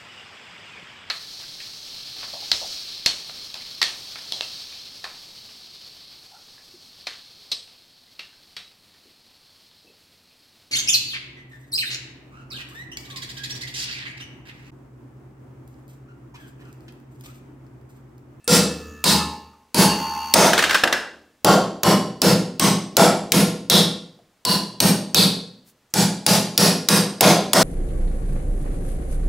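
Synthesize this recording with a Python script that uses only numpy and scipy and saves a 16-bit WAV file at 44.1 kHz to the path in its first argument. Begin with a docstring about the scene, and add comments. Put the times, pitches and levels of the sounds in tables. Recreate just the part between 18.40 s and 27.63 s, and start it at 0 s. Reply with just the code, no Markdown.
"""Hammering a steel bar in a vise

A hammer bends a flat bar clamped to a workshop bench. Each impact cracks, then swells into a clang of
bar, vise and loose tools over the boom of bench and room. The bar vibrates freely and buzzes in the
jaws until a hand holds it. The fourth blow shakes loose a steel part, which tumbles away."""
import numpy as np
from scipy import signal
from scipy.fft import rfft, irfft, next_fast_len
import sys
import numpy as np
from scipy import signal
from scipy.fft import rfft, irfft, next_fast_len
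from scipy.io import wavfile

SR = 44100
rng = np.random.default_rng(int(sys.argv[2]) if len(sys.argv) > 2 else 0)


def dump_mix(stems):
    """Bounce the given channels to the path in sys.argv[1] as a 16-bit WAV at rate SR."""
    frames = np.atleast_2d(stems).T  # one column per channel
    limited = np.clip(frames, -1, 1)  # hard clip at full scale
    pcm = np.round(limited * 32767).astype(np.int16)
    wavfile.write(sys.argv[1], SR, pcm)


N = 407043
T = np.arange(int(1.12 * SR)) / SR  # seconds since a contact
HOLD_S = .087  # time before the clang starts to decay

# Hammer blows. Each row: start in seconds, crack, boom, clank and treble levels in dB,
# knock pitch in Hz, knock level in dB, zing pitch in Hz, zing level in dB.
BLOWS = [(0.0777, -16.5, 0, -1.5, 4, 485, -22, 7590, -25),
         (0.641, -11.5, -4, -5.5, 3, 980, -29, 4270, -22.5),
         (1.3448, -18, 1.5, 1.5, 4.5, 905, -27, 4560, -32),
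         (1.9387, -.5, -4.5, 5, 2.5, 900, -24, 9100, -31),
         (3.0465, -10, 1, 6.5, -3.5, 1110, -25, 7320, -34.5),
         (3.4334, -12, 2.5, 3.5, -2, 1042, -24, 4500, -37), (3.8177, -10, 4, 0.5, -.5, 490, -25, 4440, -34),
         (4.1966, -11.5, .5, -.5, -.5, 1091, -28, 8100, -30),
         (4.568, -6.5, .5, 5, 0.5, 815, -26, 7400, -31.5), (4.92, -7, 2, -2, 0.5, 490, -28, 6600, -36),
         (5.299, -8, .5, -4, 1, 490, -28, 3660, -17.5), (6.051, -14.5, -6, -7, -3, 1010, -28, 4380, -22),
         (6.4031, -7.5, 1.5, -4.5, .5, 830, -33, 8480, -29), (6.7457, -8.5, -1, -7, 1, 480, -32, 4070, -17),
         (7.539, -13.5, -1.5, -5, -1, 840, -30, 9520, -35),
         (7.8646, -6, -.5, -2.5, 2, 850, -29, 11930, -36), (8.1776, -5, 0, -1, 1, 490, -30, 5660, -26.5),
         (8.4869, -7, -1, -2.5, 1.5, 490, -30, 8480, -28), (8.8086, -5, 1.5, 5, 2.5, 1020, -27, 1650, -32),
         (9.133, -6, -2.5, 4.5, 1, 660, -24, 5420, -29)]
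# Decay of a clang in the workshop. Each row: frequency in Hz, time to fall 60 dB in seconds.
DECAY_TIMES = [(35, 0.41), (95, 0.98), (180, 0.77), (500, 0.59), (1500, 0.45), (4000, 0.49), (9000, 0.42),
               (15000, 0.24)]
# Likeness of the two channels. Each row: frequency in Hz, coherence from 0 to 1.
COHERENCE = [(150, 1), (600, 0.97), (2000, 0.94), (5000, .83), (14000, .87)]


def hammer():
    """Impact excitation: each blow cracks, then drives dense modes weighted by where it lands."""
    # Spectra of the clang and of the first crack. Each row: frequency in Hz, level in dB.
    clang_spectrum = [(25, -45), (55, -24.5), (110, -10), (170, -3), (280, -3.5), (450, -5), (700, -5.5),
                      (1000, -11.5), (1500, -14), (2600, -17.5), (4600, -12), (7000, -18.5), (10000, -19.5),
                      (15500, -27.5)]
    crack_spectrum = [(100, -32), (700, -10), (2000, -9), (4800, 2.5), (8000, -4.5), (15500, -5.5)]
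    # Resonances of a jolted vise. Each row: centre in Hz, half-width in Hz, gain in dB per dB of jolt.
    jolt_resonances = [(680, 150, 1.9), (1420, 150, 2.2)]
    out = np.zeros((2, N))
    grid = np.fft.rfftfreq(len(T), 1 / SR)
    room_db = 3 * ripple(grid, spacing=11) / (1 + (grid / 1800) ** 2)  # same room modes for every blow
    for start, crack_db, boom_db, clank_db, treble_db, *_ in BLOWS:
        crack = noise(lambda hz: along(crack_spectrum, hz) + 3 * ripple(hz, spacing=400))
        crack *= fade(T, t60=.021)
        crack /= np.sqrt(np.mean(crack[:, T < .003] ** 2))  # rms 1 over the first 3 ms
        add(out, start, amp(crack_db) * crack)

        jolt = max(clank_db - 3, 0)  # a strong clank jolts the whole vise and dulls the sizzle
        colour = [(180, boom_db), (650, clank_db), (4600, treble_db), (10500, treble_db - .8 * jolt)]
        jolt_db = jolt * sum(gain * bump(grid, hz, width) for hz, width, gain in jolt_resonances)
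        steel_db = 2.6 * ripple(grid, spacing=85) * grid / (grid + 600)  # other modes at each landing
        steel_db += 2.3 * ripple(grid, spacing=550) * grid / (grid + 2500)  # gathered in broad groups
        modes_db = jolt_db + steel_db + room_db
        clang = noise(lambda hz: along(clang_spectrum, hz) + along(colour, hz) + modes_db)
        rattle_s = .008 * max(crack_db + 6.5, 0)  # a hard blow keeps the clang going longer
        clang = die_away(clang, HOLD_S + rattle_s)
        # The clang starts low and rises like a limiter recovering, deeper and slower after a weak crack.
        weakness = max(-9.5 - crack_db, 0)
        recovery = swell(start_db=-6.5 - .72 * weakness, rise=.018 + .0021 * weakness)
        add(out, start, amp(-1) * (clang + vise(colour)) * recovery)
        add(out, start, amp(boom_db - 24.5) * boom(lag=.0264, hold=.11, t60=.52))
    return out


def vise(colour, detune=.006):
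    """Damped modes of vise and hammer head, their pitches scattered as grip and contact change."""
    # Each row: frequency in Hz, level in dB, time to fall 60 dB in seconds.
    modes = [(337.8, -34, 0.6), (419, -41, 0.18), (488, -30, 0.55), (572, -39.5, 0.66), (658, -37.5, 0.37),
             (891, -36.5, 0.39), (1077, -37.5, 0.59), (1420, -42, .45), (1860, -43, 0.5), (2776, -39, 0.51),
             (4590, -35.5, 0.59), (5450, -31.5, 0.38), (9500, -42.5, .4), (10400, -39, 0.38)]
    ring = np.zeros((2, len(T)))
    for hz, db, t60 in modes:
        gain = amp(db + along(colour, hz) + rng.normal(0, 2.8))
        pitch = hz * (1 + detune * rng.normal())
        flutter = (.7 + hz / 10000) * ripple(T, spacing=.02)
        ring += gain * tone(pitch, flutter) * fade(T, t60, HOLD_S)
    return ring


def boom(lag, hold, t60):
    """Beating: neighbouring low modes of bench and room, alternating in sign, interfere in a throb."""
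    # Each row: frequency in Hz, level in dB.
    modes = [(124, -9), (151, -9.5), (169, 4), (186, 1), (201, 5), (222, -8.5), (245, -9.5)]
    throb = sum((-1) ** k * amp(db + rng.normal(0, 1)) * np.sin(2 * np.pi * hz * (T - lag))
                for k, (hz, db) in enumerate(modes))
    return throb * swell(start_db=-27, rise=.018) * fade(T, t60, hold)


def knocks_and_zings():
    """Selective excitation: strike point and grip pick a low knock, a high zing and a stray cluster."""
    # Inharmonic partials of a bending bar. Each row: multiple of the knock pitch, level in dB.
    knock_partials = [(1, 0), (2.83, -8), (5.4, -12)]
    out = np.zeros((2, N))
    for start, *_, treble_db, knock_hz, knock_db, zing_hz, zing_db in BLOWS:
        for multiple, db in knock_partials:
            add(out, start, amp(knock_db + db) * cluster(multiple * knock_hz))
        add(out, start, amp(zing_db) * cluster(zing_hz))
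        stray_hz = rng.uniform(6020, 13000)
        add(out, start, amp(treble_db - 38) * cluster(stray_hz))
    return out


def cluster(centre):
    """Modal overlap: close steel modes beat round one pitch, and blur into noise if widely spread."""
    width = 32 + centre * (.012 + .16 * bump(centre, 3960, 520))  # Hz; the modes crowd near 4 kHz
    offsets = np.linspace(-.8, .8, num=4) + rng.uniform(-.2, .2, size=4)
    partials = unit(sum(bump(offset, 0, .95) * tone(centre + offset * width, .3 * ripple(T, spacing=.012))
                        for offset in offsets))
    haze = unit(noise(lambda hz: -20 * np.log10(1 + ((hz - centre) / width) ** 6)))
    blur = min(width / 450, 1)
    ring = np.sqrt(1 - blur) * partials + np.sqrt(blur) * haze
    t60 = along(DECAY_TIMES, centre) * (1 + 5 / width)  # narrow clusters outlast the clang
    return ring * swell(start_db=-5.5, rise=.02) * fade(T, t60, HOLD_S)


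def free_bar(swing_hz=73.8, damping_hz=10000):
    """Free vibration: the unheld bar swings against the jaws, fluttering and chattering once a swing."""
    # Each row: frequency in Hz, level in dB, flutter depth in radians, 0 for bending or 1 for twisting.
    modes = [(77.7, -2, .05, 0), (225.4, -2, 0.63, 0), (287, -7, .2, 0), (443, -9, .3, 0), (842, -2, .3, 1),
             (901, 0, .4, 1), (1063, -2, .5, 1), (1260, -3.5, .9, 0), (1745, -6, .5, 0),
             (2640, -3.5, .6, 0), (2800, -6, 1.1, 1), (4510, -2, 1.1, 1), (6720, -13, .69, 0),
             (7640, -18, .13, 0), (8812, -19, .54, 1)]
    # Spells of ringing, each stopped by the next blow. Each row: start in seconds,
    # time for the buzz to fall 60 dB in seconds, bending, twisting and buzz levels in dB.
    spells = [(0, 2.6, -54, -80, -83), (.078, 2.3, -35, -62, -43), (.641, .8, -23.5, -20.5, -31),
              (1.345, 3.8, -41, -28, -32.5), (1.939, 1.7, -38, -55, -67)]
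    # Chatter in the jaws. Each row: frequency in Hz, level in dB.
    buzz_spectrum = [(300, -2), (1500, 2.5), (3300, 0), (5000, -2.5), (6400, 5.5), (8000, -13.5),
                     (10000, -6), (12000, -9), (13200, -6), (15500, -5.5)]
    out = np.zeros((2, N))
    swing = 2 * np.pi * swing_hz * T
    for start, t60, bend_db, twist_db, buzz_db in spells:
        ring = np.zeros((2, len(T)))
        for hz, db, depth, twists in modes:
            gain = amp(db + (twist_db if twists else bend_db) + 3.5 * ripple(T, spacing=.06))
            flutter = depth * (np.sin(swing + rng.uniform(0, 2 * np.pi)) + .7 * ripple(T, spacing=.02))
            ring += gain * tone(hz, flutter) * fade(T, t60 / (1 + hz / damping_hz))
        chatter = noise(lambda hz: along(buzz_spectrum, hz) + 4.5 * ripple(hz, spacing=47))
        buzz = amp(buzz_db) * unit(chatter * amp(5.5 * np.cos(swing))) * fade(T, t60)
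        next_blow = min(blow[0] for blow in BLOWS if blow[0] > start + .02)
        stopped = fade(T, t60=.08, hold=next_blow - start)
        add(out, start, (ring + buzz) * stopped * swell(start_db=-20, rise=.07))
    return out


def tumbling_part(lands_s=2.43, ring_db_per_s=27, thud_fall_db_per_s=140):
    """Repeated impacts: a loose steel part bounces and lands with a thud; each clack reverberates."""
    # Each row: start in seconds, level in dB.
    bounces = [(2.132, -8), (2.178, -7.5), (2.19, -6.5), (2.2245, -10), (2.238, -9), (2.294, -12.5),
               (2.308, -10.5), (2.329, -14), (2.344, -7), (2.352, -9), (2.436, -5), (2.474, -15),
               (2.526, -5.5), (2.573, -24)]
    # Each row: centre in Hz, half-width in Hz, gain in dB.
    resonances = [(1620, 300, 7.5), (1990, 25, 1), (2777, 90, 2), (5220, 150, 2)]
    # The broad clack under the resonances. Each row: frequency in Hz, level in dB.
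    clack_spectrum = [(60, -25), (250, -1.5), (500, 0), (1300, 2), (3500, 0.5), (7000, -8.5), (15500, -21)]
    out = np.zeros((2, N))
    for start, db in bounces:
        ring_db = -4 + ring_db_per_s * (start - bounces[0][0])  # rings more as it clears the vise
        thud_db = 17.5 - thud_fall_db_per_s * (start - lands_s) if start > lands_s else -3

        def colour(hz):
            peaks_db = sum((gain + ring_db) * bump(hz, mode, width) for mode, width, gain in resonances)
            return along(clack_spectrum, hz) + peaks_db

        clack = unit(noise(lambda hz: colour(hz) + 2 * ripple(hz, spacing=250)))
        room = unit(noise(lambda hz: colour(hz) + thud_db * bump(hz, 570, 570)))
        attack = 1 - np.exp(-T / .0011)
        add(out, start, amp(db) * clack * attack * fade(T, t60=.045))
        add(out, start, amp(db - 15) * die_away(room, hold=.01))
    return out


def handling():
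    """Light impacts give faint knocks; friction gives a swish as the hand shifts along the bar."""
    # Each row: start in seconds, level in dB, resonance in Hz.
    taps = [(.043, -45.5, 9000), (1.135, -54, 1190), (5.79, -52.5, 679), (7.503, -61, 7400)]
    out = np.zeros((2, N))
    for start, db, centre in taps:
        tap = unit(noise(lambda hz: 26 * bump(hz, centre, .25 * centre) - 6 * np.log2(1 + hz / centre)))
        add(out, start, amp(db) * tap * (fade(T, t60=.073) + amp(-15) * fade(T, t60=.4)))
    swish = unit(noise(lambda hz: along([(300, -19.5), (4500, 0), (15000, 1)], hz)))
    add(out, 7.24, amp(-53.5) * swish * bump(T, .048, .027))
    return out


def room_tone():
    """Ambient noise: a steady broadband floor, strongest in the bass."""
    # Each row: frequency in Hz, level in dB.
    spectrum = [(25, -15), (80, -7), (200, -9.5), (600, -11), (2000, -16.5), (6000, -21.5), (15500, -30)]
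    return amp(-64.5) * unit(noise(lambda hz: along(spectrum, hz), size=N))


def noise(colour, size=len(T)):
    """Partly coherent stereo noise, shaped by colour(Hz) in dB and nearly mono in the bass."""
    hz = np.fft.rfftfreq(size, 1 / SR)
    angle = np.arccos(along(COHERENCE, hz)) / 2
    spectrum = rfft(rng.standard_normal((2, size))) * amp(colour(hz))
    mid, side = irfft(spectrum * [np.cos(angle), np.sin(angle)], size)
    return np.array([mid + side, mid - side])


def tone(hz, flutter):
    """A phase-modulated partial of rms 1; lower coherence spreads the channels' phases further."""
    spread = np.arccos(along(COHERENCE, hz)) / np.sqrt(2)
    phase = rng.uniform(0, 2 * np.pi) + spread * rng.standard_normal((2, 1))
    return np.sqrt(2) * np.sin(2 * np.pi * hz * T + phase + flutter)


def die_away(x, hold):
    """Frequency-dependent damping: after hold seconds each band fades at the workshop's rate."""
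    hz, t, bands = signal.stft(x, SR, nperseg=256)
    bands *= fade(t, along(DECAY_TIMES, hz)[:, None], hold)
    return signal.istft(bands, SR, nperseg=256)[1][:, :len(T)]


def swell(start_db, rise):
    """Attack envelope: the level starts at start_db and rises to full over about rise seconds."""
    return amp(start_db * np.exp(-(T / rise) ** 2))


def fade(t, t60, hold=0):
    """Exponential decay of 60 dB every t60 seconds, beginning after hold seconds."""
    return np.exp(-np.log(1000) * np.maximum(t - hold, 0) / t60)


def ripple(axis, spacing):
    """Random ups and downs along time or frequency, interpolated between knots spacing apart."""
    knots = rng.standard_normal(4096)
    return 1.2 * np.interp(axis / spacing, np.arange(len(knots)), knots)


def bump(x, centre, width):
    """A Gaussian bell of height 1."""
    return np.exp(-((x - centre) / width) ** 2)


def along(points, hz):
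    """Interpolation of (Hz, value) points on a logarithmic frequency axis."""
    frequencies, values = np.transpose(points)
    return np.interp(np.log(hz + 1), np.log(frequencies + 1), values)


def amp(db):
    """Decibels to amplitude ratio."""
    return 10 ** (np.asarray(db) / 20)


def unit(x):
    """Normalisation to rms 1."""
    return x / np.sqrt(np.mean(x ** 2) + 1e-20)


def add(out, start, x):
    """Superposition of x on out, from start seconds."""
    i = round(start * SR)
    out[:, i:i + x.shape[-1]] += x[..., :N - i]


def scene():
    """Superposition of hammering, ringing and clatter on a quiet room."""
    air = room_tone()
    return hammer() + knocks_and_zings() + free_bar() + tumbling_part() + handling() + air


def record(dry):
    """Soft saturation rounds the highest peaks; a low-pass filter then limits the bandwidth."""
    ceiling, top_hz = .9, 15900
    rounded = dry / (1 + np.abs(dry / ceiling) ** 6) ** (1 / 6)
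    size = next_fast_len(N + SR // 2)
    passband = np.clip((top_hz - np.fft.rfftfreq(size, 1 / SR)) / 200, 0, 1)
    return irfft(rfft(rounded, size) * passband, size)[:, :N]


dry = scene()
out = record(dry)
dump_mix(out)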